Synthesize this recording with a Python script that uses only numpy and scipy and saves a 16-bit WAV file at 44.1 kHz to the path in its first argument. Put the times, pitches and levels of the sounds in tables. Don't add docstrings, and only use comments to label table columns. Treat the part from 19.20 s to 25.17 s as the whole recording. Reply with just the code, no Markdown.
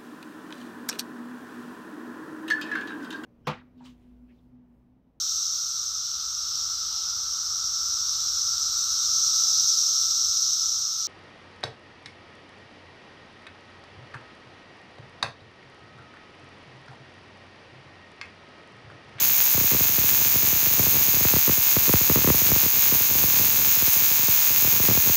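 import sys
import numpy as np
from scipy import signal
from scipy.fft import rfft, irfft
from scipy.io import wavfile
from scipy.ndimage import uniform_filter1d

SR = 44100
rng = np.random.default_rng(int(sys.argv[2]) if len(sys.argv) > 2 else 0)


def file_out(sig):
    cols = np.atleast_2d(sig).T
    lim = np.clip(cols, -1, 1)
    pcm = np.round(lim * 32767).astype(np.int16)
    wavfile.write(sys.argv[1], SR, pcm)


def boost_factor(decibels):
    exponent = np.asarray(decibels, float) / 20
    return 10 ** exponent


N = 263178
LEAD = 16384

# (t/s, time between sparks/ms)
SPARK_PERIOD = [(0, 15.2), (.55, 15.2), (.65, 14.5), (4.7, 14.3), (4.9, 13.4), (5.2, 12.9), (6, 12.5)]
# (t/s, level/dB, arc position 0-1)
SUPPLY = [(0, 0, -3.5), (2, 0, -2), (4.2, 0.5, 0.4), (4.9, 0, .8), (6, 0, 0.9)]
# (delay/ms, level/dB below 4.5 kHz, level/dB up to 9 kHz, level/dB above)
ECHOES = [(0.0, 2.5, -1, 0), (0.45, -7, -3, -7), (1.0, -7, -9, -9), (1.79, -9, -3, -5),
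          (2.47, -9, -10, -14), (3.47, -10, -12, -9), (6.1, -11, -15, 2), (6.67, -17, -14, -6),
          (7.03, -11, -12, -1), (7.39, -12, -13, -1), (7.89, -13, -6, -3), (8.41, -5.5, -9, 3),
          (9.07, -9, -9, 1), (9.73, -10, -9, 1), (10.48, -12, -13, -16), (11.16, -13, -8, -12),
          (11.52, -13, -8, -10), (11.9, -18, -13, -9), (12.54, -13, -11, -15), (14.26, -13, -14, -12),
          (15.87, -15, -10, -6), (16.35, -12, -13, -11), (17.37, -15, -11, -11), (19.02, -11, -4, -7),
          (20.0, -12, -10, -10), (20.57, -16, -12, -6)]
# (lowest f/Hz, highest f/Hz, level/dB, t60/s)
SHOP_RING = [
    (60, 1500, -33, .3),
    (1500, 4500, -28, .28),
    (4500, 9000, -19.5, .27),
    (9000, 18000, -21, .28),
]
# (f/Hz, spectrum level/dB per Hz)
CRACK_SPECTRUM = [(80, -18.5), (560, -23), (980, -14), (1250, -16.5), (2100, -14), (2480, -9.5),
                  (2900, -14), (5700, -12.5), (6600, -2.5), (7300, -12.5), (8200, -23), (11200, -18.5),
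                  (12500, -10), (15000, -2.5)]
# (f/Hz, width/Hz, added level/dB with the arc at 0, added level/dB at 1)
COMB_RIDGES = [(10100, 300, -4, -12), (11400, 250, -3, -12), (13100, 300, -2, -12), (14750, 400, -3, -8),
               (15500, 500, -14, -2)]
# (first delay/ms, second delay/ms)
JOLT_DELAYS = (8.43, 9.75)
# (t/s, first jolt/thousandths of full scale, jolt back/thousandths)
DOUBLE_JOLTS = [(.3372, -136, 79), (.3689, 51, 217), (.4001, 56, 177), (.4316, 38, 138), (.5073, 63, 181),
                (.5228, 47, 150), (.5375, 135, 207), (.5976, 6, 212), (1.7316, 37, 118), (2.156, 309, 139),
                (2.2696, 229, 193), (2.2851, 219, 353), (2.557, 99, 414), (2.6698, 124, 138),
                (2.6848, 314, 331), (2.7283, 96, 677), (2.801, 43, 195), (2.8895, 314, 423),
                (2.9039, 49, 223), (2.9492, 177, 450), (2.9637, 204, 186), (2.9779, 100, 171),
                (3.0356, 181, 352), (3.0654, 335, 425), (3.078, 222, 277), (3.0923, 268, 605),
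                (3.4509, 104, 166), (3.7134, 147, 201), (5.6287, 57, 96), (5.6774, 408, 116)]
# (t/s, jolt/thousandths of full scale)
UP_JOLTS = [(.0035, 70), (.8326, 136), (1.0488, 97), (1.6298, 118), (1.6588, 208), (1.7455, 133),
            (1.7599, 161), (1.8022, 103), (1.931, 147), (2.1287, 378), (3.0059, 118), (3.136, 219),
            (3.2813, 144), (3.3529, 230), (3.4234, 126), (3.7416, 129), (3.7988, 115), (3.9017, 136),
            (3.9446, 139), (4.03, 233), (4.2025, 141), (4.615, 157), (4.6686, 129), (5.076, 168),
            (5.4396, 186), (5.5915, 240), (5.7033, 287), (5.7654, 259), (5.863, 172), (5.8876, 225)]
# (t/s, jolt/thousandths of full scale)
DOWN_JOLTS = [(.0971, 37), (.6844, 84), (.7742, 186), (.8034, 72), (.9181, 70), (1.1484, 178),
              (1.2222, 121), (1.3198, 139), (1.3504, 74), (1.4591, 133), (1.5863, 326), (1.6731, 90),
              (1.8741, 116), (1.9592, 139), (2.0006, 193), (2.0433, 348), (2.3128, 78), (2.3703, 117),
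              (3.2094, 163), (3.252, 104), (3.2949, 122), (3.3097, 400), (3.5575, 61), (4.1874, 143),
              (4.8095, 70), (5.4666, 131), (5.6906, 215), (5.7161, 86), (5.7418, 131), (5.8507, 79)]
NUDGES = [.5532, .6416, 1.0061, 1.1338, 1.2354, 1.2655, 1.5023, 2.0999, 3.4368, 3.7275, 3.9873, 4.0149,
          4.0725, 4.129, 4.158, 4.2314, 4.275, 4.3885, 4.4621, 4.5612, 4.7549, 4.9036, 4.9835, 5.0238,
          5.2951, 5.4143, 5.5157, 5.5276, 5.5517, 5.6411]
# (t/s, level/dB full scale)
SMALL_JOLTS = [(0, -30.5), (.3, -38.5), (.6, -27.5), (1.3, -30), (1.55, -23.5), (2.3, -36.5), (2.5, -28.5),
               (3.4, -30), (3.65, -28), (4.3, -26.5), (4.8, -32.5), (5.15, -37), (5.3, -30), (6, -33)]
# (f/Hz, spectrum level/dB per Hz)
RUMBLE_SPECTRUM = [(24, -66), (48, -9), (125, 7), (525, -5), (578, -30), (628, -19), (700, -22), (910, -52),
                   (1540, -120)]

NUDGE_SIZE = 88
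BACK_UP, BACK_DOWN = 0.099, 0.06


def level(x, db):
    return x * boost_factor(db) / np.sqrt(np.mean(x ** 2))


def colour(points, size=2048):
    hz, db = np.transpose(points)
    bin_hz = np.arange(size // 2 + 1) * SR / size
    log_gain = np.log(boost_factor(np.interp(np.log(bin_hz + 1), np.log(hz), db)))
    cepstrum = irfft(log_gain)
    cepstrum[1:size // 2] *= 2
    cepstrum[size // 2 + 1:] = 0
    return irfft(np.exp(rfft(cepstrum)))


def clicks(times, sizes):
    place = times * SR + LEAD
    taps = np.floor(place).astype(int)[:, None] + np.arange(-8, 9)
    offset = taps - place[:, None]
    window = np.cos(np.pi * offset / 18) ** 2
    out = np.zeros(N + 2 * LEAD)
    np.add.at(out, taps, sizes[:, None] * np.sinc(offset) * window)
    return out


def firing(jitter):
    up = np.r_[UP_JOLTS, [(s, NUDGE_SIZE) for s in NUDGES]]
    down = np.array(DOWN_JOLTS)
    up_rows = np.c_[up, BACK_UP * up[:, 1]]
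    down_rows = np.c_[down[:, 0], -down[:, 1], -BACK_DOWN * down[:, 1]]
    rows = np.r_[DOUBLE_JOLTS, up_rows, down_rows]
    s, first, back = rows[np.argsort(rows[:, 0])].T
    s = np.r_[s[0] - .31, s, s[-1] + .073]

    t = np.arange(-LEAD, N) / SR
    turns = np.cumsum(1000 / np.interp(t, *np.transpose(SPARK_PERIOD))) / SR
    periods = np.round(np.diff(np.interp(s, t, turns)))
    number = np.r_[0, np.cumsum(periods)].astype(int)
    chance = rng.random((N // 500, 3))[:number[-1] + 1].T
    clock = np.cumsum(1 + jitter * np.sqrt(12) * (chance[0] - .5))
    times = np.interp(clock, clock[number], s)

    typical = boost_factor(np.interp(times, *np.transpose(SMALL_JOLTS)))
    small = typical * np.minimum(-np.log(1 - chance[1]), 1.6)
    rises = chance[2] < .75
    firsts = small * np.where(rises, 1, -1)
    backs = small * np.where(rises, BACK_UP, -BACK_DOWN)
    firsts[number[1:-1]] = first / 1000
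    backs[number[1:-1]] = back / 1000
    return times, firsts, backs


def paths(echo_db, build_s):
    t = np.arange(LEAD) / SR
    delay_ms, low_db, mid_db, high_db = np.transpose(ECHOES)
    flip = np.sign(rng.standard_normal((len(ECHOES), 1))[:, 0])
    total = 0
    for db, (lo, hi, ring_db, t60) in zip((low_db, mid_db, high_db)[:1] + (low_db, mid_db, high_db), SHOP_RING):
        decay = boost_factor(ring_db - 60 * t / t60) * (1 - np.exp(-t / build_s))
        ring = decay * rng.standard_normal(LEAD)
        echoes = clicks(delay_ms / 1000, flip * boost_factor(db + echo_db))[LEAD:2 * LEAD]
        band = signal.butter(4, (lo, hi), "band", fs=SR, output="sos")
        total = total + signal.sosfilt(band, echoes + ring)
    broad_db = 10 * np.log10(uniform_filter1d(np.abs(rfft(total)) ** 2, size=90))
    bin_hz = np.arange(1, LEAD // 2 + 1) * SR / LEAD
    return signal.fftconvolve(total, colour(np.c_[bin_hz, -broad_db[1:]]))


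def sparks(times, scatter_db, wander_db):
    chance = rng.standard_normal((N // 500, 2))[:len(times)].T
    s, level_db, arc = np.transpose(SUPPLY)
    size = boost_factor(np.interp(times, s, level_db) + scatter_db * chance[0])
    steady = signal.fftconvolve(clicks(times, size), paths(echo_db=2.73, build_s=0.01))
    moved = signal.fftconvolve(clicks(times, size * chance[1]), paths(echo_db=-4.0, build_s=.004))
    heard = signal.fftconvolve(steady + boost_factor(wander_db) * moved, colour(CRACK_SPECTRUM))
    heard = heard[LEAD:LEAD + N]

    arc = np.interp(np.arange(N) / SR, s, arc).clip(0, 1)
    ridges = 0
    for hz, width, start_db, end_db in COMB_RIDGES:
        ridge = signal.lfilter(*signal.iirpeak(hz, hz / width, fs=SR), heard)
        ridges = ridges + boost_factor(start_db + arc * (end_db - start_db)) * ridge
    return level(heard + ridges, -15.5)


def overload(times, first, back, depth, release_ms):
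    fade = np.exp(-np.arange(LEAD) / SR * 1000 / release_ms)
    blows = clicks(times + JOLT_DELAYS[1] / 1000, np.hypot(first, back))
    return 1 / (1 + depth * signal.fftconvolve(blows, fade)[LEAD:LEAD + N].clip(0))


def jolts(times, first, back, soft_hz, trim_db):
    steps = clicks(times + JOLT_DELAYS[0] / 1000, first) - clicks(times + JOLT_DELAYS[1] / 1000, back)
    soft = signal.butter(1, soft_hz, fs=SR, output="sos")
    drift = signal.butter(3, 46, "high", fs=SR, output="sos")
    return boost_factor(trim_db) * signal.sosfiltfilt(np.r_[soft, drift], np.cumsum(steps))[LEAD:LEAD + N]


def shop_rumble():
    rumble = signal.fftconvolve(rng.standard_normal(N), colour(RUMBLE_SPECTRUM, size=8192))
    return level(rumble[:N], -57.5)


def scene():
    times, first, back = firing(jitter=.035)
    cracks = sparks(times, scatter_db=1.0, wander_db=-12)
    cracks = cracks * overload(times, first, back, depth=1.0, release_ms=6.4)
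    pops = jolts(times, first, back, soft_hz=3780, trim_db=1.5)
    return (cracks + pops + shop_rumble())[None]


def smear(x, hz, count):
    warp = np.tan(np.pi * hz / SR)
    c = (1 - warp) / (1 + warp)
    for _ in range(count):
        x = signal.lfilter([c, -1], [1, -c], x)
    return x


def low_pass(x):
    return signal.sosfilt(signal.butter(12, 16990, fs=SR, output="sos"), x)


def record(dry):
    cut = signal.butter(2, 69, "high", fs=SR, output="sos")
    x = signal.sosfilt(np.r_[cut, cut], dry)
    x = smear(x, 77, count=5)
    x = smear(x, 315, count=3)
    x = signal.sosfilt(signal.ellip(12, .2, 80, 15690, fs=SR, output="sos"), x)
    return low_pass(x)


dry = scene()
out = record(dry)
file_out(out)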